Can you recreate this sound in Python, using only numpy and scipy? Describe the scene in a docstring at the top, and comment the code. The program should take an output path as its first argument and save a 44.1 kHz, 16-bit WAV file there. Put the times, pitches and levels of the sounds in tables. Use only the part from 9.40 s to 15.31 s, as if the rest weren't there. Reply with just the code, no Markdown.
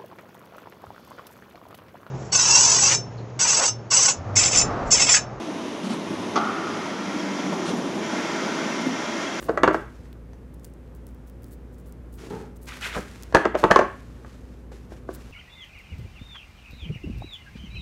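"""Small room, close to a table: hands pull sticky slime out of a plastic bowl.
The bowl judders along the table in stick-slip; lifted by the slime, it drops back, rocks and rattles,
and heavy blows ring the table. Fingers tap the wall; palms rub it and make it groan; skin or sleeve
swishes against it. Strands peel and snap with tiny ticks. A low appliance hum fills the room."""
import sys
import numpy as np
from scipy import signal
from scipy.fft import rfft, irfft
from scipy.io import wavfile
from scipy.ndimage import uniform_filter1d

SR = 44100
rng = np.random.default_rng(int(sys.argv[2]) if len(sys.argv) > 2 else 0)


def bounce(signal):
    """Save signal as a 16-bit WAV file at the path given by the first command-line argument."""
    frames = np.transpose(np.atleast_2d(signal))
    limited = np.clip(frames, -1, 1)
    pcm = np.round(limited * 32767).astype(np.int16)
    wavfile.write(sys.argv[1], SR, pcm)


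N = 260631
T = np.arange(N) / SR
TOP_HZ = 15700

# Levels are relative within each table.
# loaded bowl: mode_hz, level_db, t60_s
BOWL_MODES = [(178.5, -13, 0.055), (223, -10, 0.045), (315, -7.5, 0.093), (366, -5.5, 0.061),
              (432, -2.5, .04), (528, 1, 0.029), (634, 3, 0.027), (798, -20, 0.015), (903, -6, 0.046),
              (1117, 1.5, 0.028), (1315, -0.5, 0.014), (1620, 1.5, .032), (1880, -2.5, 0.023),
              (2656, -13.5, .022), (2995, -13.5, 0.017), (4480, -10.5, .02), (6220, -18, 0.055)]
# dense rattle of the shell: freq_hz, level_db
SHELL_SPECTRUM = [(200, -22.5), (500, 3), (1500, 2.5), (2400, -7.5), (4500, -18.5), (6500, -10.5),
                  (9000, -22.5), (15000, -27.5)]
# bowl pushed along the table: start_s, length_s, level_db, slips_per_s, contact_ms
BOWL_DRAGS = [(0.0, 0.54, -39, 115, 0.64), (2.788, 0.32, -44.5, 162, 0.61),
              (3.536, 0.071, -32.5, 280, 0.086)]
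# skin over skin and plastic: start_s, attack_s, length_s, level_db, ease_off_db
RUB_STROKES = [(0.0, 0.0041, 0.13, -52, 4), (0.324, 0.013, 0.012, -47.5, -3), (0.387, .02, 0.27, -65.5, -4),
               (2.772, 0.021, 0.083, -48.5, 2), (2.897, 0.0045, 0.12, -50, 5.5),
               (3.266, 0.0065, 0.12, -42, 6.5), (3.394, 0.039, 0.068, -37, -1),
               (3.525, 0.03, 0.063, -35, 5.5), (3.638, 0.019, 0.49, -48.5, 21),
               (4.17, 0.0059, 0.02, -47, -8), (4.42, 0.045, 0.79, -59, 7.5),
               (4.852, 0.011, 0.16, -54.5, 11.5), (5.312, 0.011, 0.17, -54.5, 14.5),
               (5.481, 0.056, 0.041, -51.5, 1), (5.667, 0.028, 0.35, -56.5, 2)]
# friction hiss: freq_hz, level_db
RUB_SPECTRUM = [(300, -8.5), (900, -2.5), (1400, 0), (2500, -4.5), (3600, -7.5), (6800, -10), (8500, -14.5),
                (12000, -19), (15500, -28)]
# slime peeling off fingers: start_s, length_s, level_db
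SLIME_PEELS = [(0.0, 0.082, -52), (1.137, 0.015, -61), (1.222, 0.094, -64.5), (1.541, 0.048, -67),
               (1.668, 0.068, -68), (1.865, 0.038, -64), (2.052, 0.06, -67), (2.107, 0.052, -59),
               (2.322, 0.046, -68.5), (2.378, 0.044, -64.5), (2.456, 0.068, -63.5), (2.722, 0.065, -59.5),
               (3.157, 0.02, -58.5), (3.21, 0.093, -58), (5.73, 0.042, -51.5)]
# tearing slime: freq_hz, level_db
PEEL_SPECTRUM = [(1500, -28), (3500, 0.5), (6500, 0.5), (9000, 3.5), (14000, 2.5), (16000, 5)]
# appliance: pitch_hz, level_db
HUM_PARTIALS = [(58.4, -44), (118.4, -57), (247.6, -56)]
# room air: freq_hz, density_db
AIR_SPECTRUM = [(15, -37), (25, -13.5), (43, -4.5), (64, -3), (108, -5.5), (195, -8.5), (249, -10.5),
                (317, -13), (516, -15.5), (641, -24.5), (1650, -33), (4250, -47.5), (11900, -52.5),
                (14800, -55), (16000, -70.5)]
# fingertips on the wall: start_s, level_db, contact_ms
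FINGER_TAPS = [(0.026, -44.5, 0.036), (0.933, -53.5, 0.012), (3.9251, -36.5, 0.04), (4.847, -45, 0.12),
               (5.317, -44.5, 0.15), (5.52, -39, 0.27)]
# loudest slime snaps: start_s, level_db, pitch_hz
SLIME_SNAPS = [(0.027, -28.5, 2610), (0.729, -36.5, 3260), (1.197, -41, 7000), (1.246, -26.5, 7800),
               (1.25, -25.5, 8850), (1.338, -40, 8750), (1.477, -51.5, 3700), (1.55, -38, 9500),
               (1.668, -30.5, 9600), (1.747, -39, 13000), (1.898, -34.5, 13000), (2.022, -38, 14000),
               (2.033, -35, 10000), (2.043, -28.5, 13100), (2.133, -32, 13600), (2.524, -33.5, 8930),
               (3.259, -36, 8000), (3.411, -27, 6000), (3.607, -27, 7200), (3.825, -28, 7300),
               (3.834, -21.5, 6000), (5.749, -25, 11900)]
# bowl landing, plus two palm blows pushing it near 3.57 s: start_s, level_db, contact_ms, low_modes_db,
# spot_hz, rock_s, far_edge_db, skid_db
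BOWL_KNOCKS = [(0.0932, -19, 0.12, 0, 428, 0.0067, -8, -4),
               (0.1744, -19, 0.077, -2.5, 1350, 0.0034, -15, -18.5),
               (0.2335, -10.5, 0.065, 0, 3050, 0.0085, -2.5, -33),
               (0.2768, -13, 0.079, 0.5, 1300, 0.0061, -3.5, -18.5),
               (0.309, -23.5, 0.14, 4, 1300, 0.0042, -5, -23),
               (0.3445, -18, 0.096, -2, 510, 0.0021, -23, -31),
               (3.564, -30, 0.081, -3, 433, 0.00727, 0.5, -20),
               (3.581, -29, 0.7, 5, 199, 0.0053, -3.5, -12),
               (3.9477, -9.5, 0.034, 1.5, 960, 0.0059, -1.5, -13),
               (3.969, -17, 0.068, 3.5, 195, 0.006, -3, -1),
               (4.0535, -15.5, 0.073, 1.5, 566, 0.0057, -4, -10.5),
               (4.1516, -17.5, 0.077, 20.5, 626, 0.0087, -7.5, -5.5),
               (4.2392, -10, 0.072, -7.5, 390, 0.00286, -5.5, -9.5),
               (4.311, -10.5, 0.033, -8.5, 650, 0.0061, -2.5, -6.5),
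               (4.3598, -6.5, 0.062, 0, 1140, 0.0082, -26, -21.5),
               (4.39, -12.5, 0.065, -1.5, 520, 0.0041, -3, -21),
               (4.411, -20.5, 0.15, 0, 1050, 0.0062, 0, -16), (5.689, -28.5, 0.35, 2, 1086, .004, -26, -21)]
# heavy blows on the table: start_s, level_db
TABLE_THUMPS = [(.236, -42.5), (0.276, -48), (3.564, -44), (3.584, -46.5), (3.948, -28.5), (4.242, -33),
                (4.309, -32), (4.409, -43)]
# table: mode_hz, level_db, t60_s
TABLE_MODES = [(55, -9, .08), (92.6, -5.5, 0.04), (148.4, -6.5, 0.1), (186.6, -3.5, 0.12)]
# hand-held bowl wall: mode_hz, width_hz, level_db
WALL_MODES = [(221, 93, 1.5), (423, 45, 1.5), (830, 81, -3.5), (1280, 91, -12.5)]
# skin or sleeve swishing against the bowl: start_s, length_s, level_db
PALM_SWISHES = [(3.272, .11, -46.5), (3.414, .078, -34.5), (3.479, .12, -41.5)]
# room tail: centre_hz, level_db, t60_s
ROOM_BANDS = [(151.7, 4, 0.17), (372, -8.5, 0.21), (1020, -7, 0.33), (2410, -4.5, 0.42), (5000, -8.5, 0.24),
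              (11000, -4.5, 0.28)]


def undb(db):
    """Decibels to gain."""
    return 10 ** (np.asarray(db) / 20)


def unit(x):
    """Scale to rms 1."""
    return x / np.sqrt(np.mean(x ** 2) + 1e-20)


def add(out, start_s, x):
    """Mix x into out at start_s."""
    i = max(int(start_s * SR), 0)
    out[i:i + len(x)] += x[:max(N - i, 0)]


def colour(x, spectrum, size=4096):
    """Minimum-phase filter through (freq_hz, level_db) points."""
    hz, db = np.transpose(spectrum)
    bins_hz = np.maximum(np.fft.rfftfreq(size, 1 / SR), 1)
    gain = undb(np.interp(np.log(bins_hz), np.log(hz), db))
    cepstrum = irfft(np.log(gain))
    cepstrum[1:size // 2] *= 2
    cepstrum[size // 2 + 1:] = 0
    impulse = irfft(np.exp(rfft(cepstrum)))
    return signal.fftconvolve(x, impulse)[:len(x)]


def wander(rate_hz):
    """Smooth random drift, spread near 1."""
    knots = np.arange(int(T[-1] * rate_hz) + 2)
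    return np.interp(T * rate_hz, knots, rng.standard_normal(len(knots)))


def swell(n, skew):
    """Hump: peaks early for skew < 1, late for skew > 1."""
    return np.sin(np.pi * np.linspace(0, 1, n) ** skew).clip(0)


def slips(length_s, slips_per_s, uneven, skew):
    """Stick-slip pulses of uneven gap and size, swelling and fading."""
    n = int(length_s * SR)
    gaps, sizes = np.exp(uneven * rng.standard_normal((2, 128)))
    at = (np.cumsum(gaps) * SR / slips_per_s).astype(int)
    pulses = np.zeros(n)
    pulses[at[at < n]] = sizes[at < n]
    return pulses * swell(n, skew)


def crack(t, decay_s=0.001, band_hz=(2300, 8200)):
    """Hard contact: a very short, bright burst."""
    burst = rng.standard_normal(len(t)) * np.exp(-t / decay_s)
    return unit(signal.sosfilt(signal.butter(2, band_hz, "band", fs=SR, output="sos"), burst))


def bowl_ring(t, low_modes_db, spot_hz, spot_db=8.5, spot_oct=0.19, low_hz=750):
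    """Bowl modes: the struck spot favours those near spot_hz; shifting slime scatters them per blow."""
    hz, db, t60_s = np.transpose(BOWL_MODES)[:, :, None]
    if spot_hz:
        db = db + spot_db * np.exp(-0.5 * (np.log2(hz / spot_hz) / spot_oct) ** 2)
    scatter_db = 3.0 * rng.standard_normal(hz.shape)
    detune = 1 + 0.035 * rng.standard_normal(hz.shape)
    polarity = np.sign(rng.standard_normal(hz.shape))
    gain = polarity * undb(db + low_modes_db * (hz < low_hz) + scatter_db)
    return np.sum(gain * undb(-60 * t / t60_s) * np.sin(2 * np.pi * hz * detune * t), axis=0)


def bowl_blow(contact_ms, low_modes_db=0, spot_hz=None, shell_db=-5.5, shell_t60_s=0.054, crack_db=-14):
    """One blow: modes, shell rattle and crack; longer contact is duller."""
    t = T[:SR // 5]
    ring = bowl_ring(t, low_modes_db, spot_hz)
    shell = colour(rng.standard_normal(len(t)) * undb(-60 * t / shell_t60_s), SHELL_SPECTRUM)
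    response = unit(ring) + undb(shell_db) * unit(shell) + undb(crack_db) * crack(t)
    force = t * np.exp(-t * 1000 / contact_ms)
    motion = signal.fftconvolve(response, force)[:len(t)]
    radiation = signal.butter(2, 230, "high", fs=SR, output="sos")  # small bowl, little bass
    return unit(signal.sosfilt(radiation, motion))


def drags(gain_db=-2):
    """The pushed bowl judders: stick-slip pulses ring it."""
    out = np.zeros(N)
    for start_s, length_s, db, slips_per_s, contact_ms in BOWL_DRAGS:
        pulses = slips(length_s, slips_per_s, uneven=0.37, skew=0.56)
        judder = signal.fftconvolve(pulses, bowl_blow(contact_ms))
        tail_scale = np.sqrt(length_s * SR / len(judder))
        add(out, start_s, undb(db + gain_db) * tail_scale * unit(judder))
    return out


def crackle(rate_per_s, spread_db):
    """Random micro-slips: many weak, a few strong."""
    sizes = undb(spread_db * np.minimum(rng.exponential(size=N), 4)) * rng.choice([-1, 1], N)
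    return sizes * (rng.random(N) < rate_per_s / SR)


def stroke_force(release_s=0.046):
    """Each stroke takes hold, eases off and dies as the hand lifts."""
    force = np.zeros(N)
    for start_s, attack_s, length_s, db, ease_off_db in RUB_STROKES:
        age_s = T - start_s
        attack = np.clip(age_s / attack_s, 0, 1)
        hold = undb(db - ease_off_db * np.clip(age_s / length_s, 0, 1))
        release = np.exp(-np.maximum(age_s - length_s, 0) / release_s)
        force = np.maximum(force, attack * hold * release)
    return force


def rubbing(flutter_db=2.0, tack_db=-8):
    """Skin friction: fine hiss with tacky ticks."""
    force = stroke_force() * undb(flutter_db * wander(rate_hz=70))
    tack = undb(tack_db) * unit(crackle(rate_per_s=160, spread_db=3))
    hiss = unit(crackle(rate_per_s=9000, spread_db=3))
    return force * unit(colour(hiss + tack, RUB_SPECTRUM))


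def tick(pitch_hz, rise_cycles):
    """A tiny ring of a few cycles."""
    cycles = T[:SR // 100] * pitch_hz
    envelope = cycles / rise_cycles * np.exp(1 - cycles / rise_cycles)
    return envelope * np.sin(2 * np.pi * cycles)


def grains(length_s, skew, rate_per_s, centre_hz, spread_oct, rise_cycles, spread_db=3.5):
    """Ticks at random times and pitches: many weak, a few strong."""
    n = int(length_s * SR)
    out, envelope = np.zeros(n + SR // 100), swell(n, skew)
    for place, up, down, size in rng.random((int(length_s * rate_per_s) + 1, 4)):
        i = int(place * n)
        pitch_hz = min(centre_hz * 2 ** (spread_oct * (up - down)), TOP_HZ)
        grain = undb(-spread_db * np.log(1 - size)) * tick(pitch_hz, rise_cycles)
        out[i:i + len(grain)] += envelope[i] * grain
    return unit(out)


def peels(shower_db=-2.5, thread_db=-5.5, skew=0.6):
    """Slime peels off fingers: ticking threads over a shower of smaller ones."""
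    out = np.zeros(N)
    shower = colour(crackle(rate_per_s=1200, spread_db=4), PEEL_SPECTRUM)
    for start_s, length_s, db in SLIME_PEELS:
        part = shower[int(start_s * SR):int((start_s + length_s) * SR)]
        add(out, start_s, undb(db + shower_db) * unit(part * swell(len(part), skew)))
        threads = grains(length_s, skew, rate_per_s=650, centre_hz=11000, spread_oct=1, rise_cycles=0.9)
        add(out, start_s, undb(db + thread_db) * threads)
    return out


def hum(drift_rad=0.4):
    """Appliance hum, wavering in phase."""
    out = np.zeros(N)
    for hz, db in HUM_PARTIALS:
        phase = 2 * np.pi * hz * T + drift_rad * wander(rate_hz=13)
        out += undb(db) * np.sqrt(2) * np.sin(phase)
    return out


def air(level_db=-45.5):
    """Dull, steady room air."""
    return undb(level_db) * unit(colour(rng.standard_normal(N), AIR_SPECTRUM))


def taps(gain_db=-12):
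    """Fingertips ring the wall without moving the bowl."""
    out = np.zeros(N)
    for start_s, db, contact_ms in FINGER_TAPS:
        add(out, start_s, undb(db + gain_db) * bowl_blow(contact_ms))
    return out


def snaps(ring_db=-3, tear_db=-19, tear_s=0.0019):
    """Slime strands snap: a brief ring plus tearing noise."""
    out, t = np.zeros(N), T[:SR // 40]
    for start_s, db, pitch_hz in SLIME_SNAPS:
        add(out, start_s, undb(db + ring_db) * tick(pitch_hz, rise_cycles=0.36))
        tear = rng.standard_normal(len(t)) * np.exp(-t / tear_s)
        add(out, start_s, undb(db + tear_db) * colour(tear, PEEL_SPECTRUM))
    return out


def skid(length_s):
    """The base skids with growing force before it lands."""
    pulses = slips(length_s, slips_per_s=700, uneven=0.405, skew=2.02)
    pulses /= np.sqrt(np.sum(pulses ** 2) + 1e-12)
    return signal.fftconvolve(pulses, bowl_blow(contact_ms=0.15))


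def knocks(gain_db=-12, skid_s=0.014, far_contact_ratio=1.45, far_low_db=1):
    """The bowl skids, drops on one edge and rocks onto the far one, softer and deeper; near 3.57 s a palm
    strikes and pushes it, with the same skid and rock."""
    out = np.zeros(N)
    for start_s, db, contact_ms, low_modes_db, spot_hz, rock_s, far_edge_db, skid_db in BOWL_KNOCKS:
        gain = undb(db + gain_db)
        add(out, start_s - skid_s, gain * undb(skid_db) * skid(skid_s))
        add(out, start_s, gain * bowl_blow(contact_ms, low_modes_db, spot_hz))
        far_edge = bowl_blow(contact_ms * far_contact_ratio, low_modes_db + far_low_db, spot_hz)
        add(out, start_s + rock_s, gain * undb(far_edge_db) * far_edge)
    return out


def thumps():
    """Heavy blows ring the table's low modes."""
    out, t = np.zeros(N), T[:SR // 5]
    ring = sum(undb(db - 60 * t / t60_s) * np.sin(2 * np.pi * hz * t) for hz, db, t60_s in TABLE_MODES)
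    for start_s, db in TABLE_THUMPS:
        add(out, start_s, undb(db) * unit(ring))
    return out


def groan(start_s=2.902, length_s=0.24, level_db=-39):
    """A palm stutters across the wall and drives its low modes."""
    out, t = np.zeros(N), T[:SR // 10]
    wall = sum(undb(db) * np.exp(-np.pi * width_hz * t) * np.sin(2 * np.pi * hz * t)
               for hz, width_hz, db in WALL_MODES)
    pulses = slips(length_s, slips_per_s=210, uneven=0.29, skew=0.14)
    add(out, start_s, undb(level_db) * unit(signal.fftconvolve(pulses, wall)))
    return out


def swishes():
    """Skin or sleeve swishes against the bowl: a dense, grainy mid-pitched rasp."""
    out = np.zeros(N)
    for start_s, length_s, db in PALM_SWISHES:
        rasp = grains(length_s, skew=0.76, rate_per_s=2000,
                      centre_hz=2270, spread_oct=1.09, rise_cycles=1.3)
        add(out, start_s, undb(db) * rasp)
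    return out


def diffuse_noise(n, size=512, passes=4):
    """Noise levelled over time and frequency: no echo stands out."""
    x = rng.standard_normal(n)
    for _ in range(passes):
        cells = signal.stft(x, nperseg=size)[2]
        x = signal.istft(cells / (np.abs(cells) + 1e-12), nperseg=size)[1][:n]
    return unit(x)


def room_tail(first_echo_s=0.0047):
    """Close walls return a short diffuse tail with a decay time per band."""
    t, tail = T[:SR // 2], 0
    noise = rfft(diffuse_noise(len(t)))
    log_bins = np.log(np.maximum(np.fft.rfftfreq(len(t), 1 / SR), 1))
    log_centres = np.log(np.array(ROOM_BANDS)[:, 0])
    for share, (_, db, t60_s) in zip(np.eye(len(ROOM_BANDS)), ROOM_BANDS):
        band = irfft(noise * np.interp(log_bins, log_centres, share), len(t))
        energy_scale = np.sqrt(2 * np.log(1000) / t60_s / SR)
        tail = tail + energy_scale * undb(db - 60 * t / t60_s) * band
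    onset = np.clip(t / first_echo_s - 1, 0, 1)
    fade = np.minimum(4 - 4 * t / t[-1], 1)
    response = rfft(tail * onset)
    power = np.abs(response) ** 2
    # cluttered room: no resonance stands out
    flatten = np.sqrt(uniform_filter1d(power, size=200) / uniform_filter1d(power, size=12))
    return irfft(response * flatten, len(t)) * onset * fade


def room(x, wet_db, shift_hz=16):
    """Direct sound plus tail; moving arms shift the reflections."""
    first, second = (signal.fftconvolve(x, room_tail())[:N] for _ in range(2))
    blend_rad = wander(shift_hz)
    return x + undb(wet_db) * (np.cos(blend_rad) * first + np.sin(blend_rad) * second)


def scene():
    """Mono mix: the slime is nearest the microphone, which the table shakes directly."""
    handling = room(knocks() + taps() + drags() + groan() + rubbing() + swishes(), wet_db=-1)
    slime = room(snaps() + peels(), wet_db=-15)
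    return (handling + slime + thumps() + hum() + air())[None]


def record(dry, low_hz=40):
    """Microphone chain: bass cut, soft clip, top cut."""
    lean = signal.sosfilt(signal.butter(3, low_hz, "high", fs=SR, output="sos"), dry)
    rounded = lean / (1 + lean ** 6) ** (1 / 6)
    return signal.sosfilt(signal.ellip(8, 0.2, 70, TOP_HZ, fs=SR, output="sos"), rounded)


dry = scene()
out = record(dry)
bounce(out)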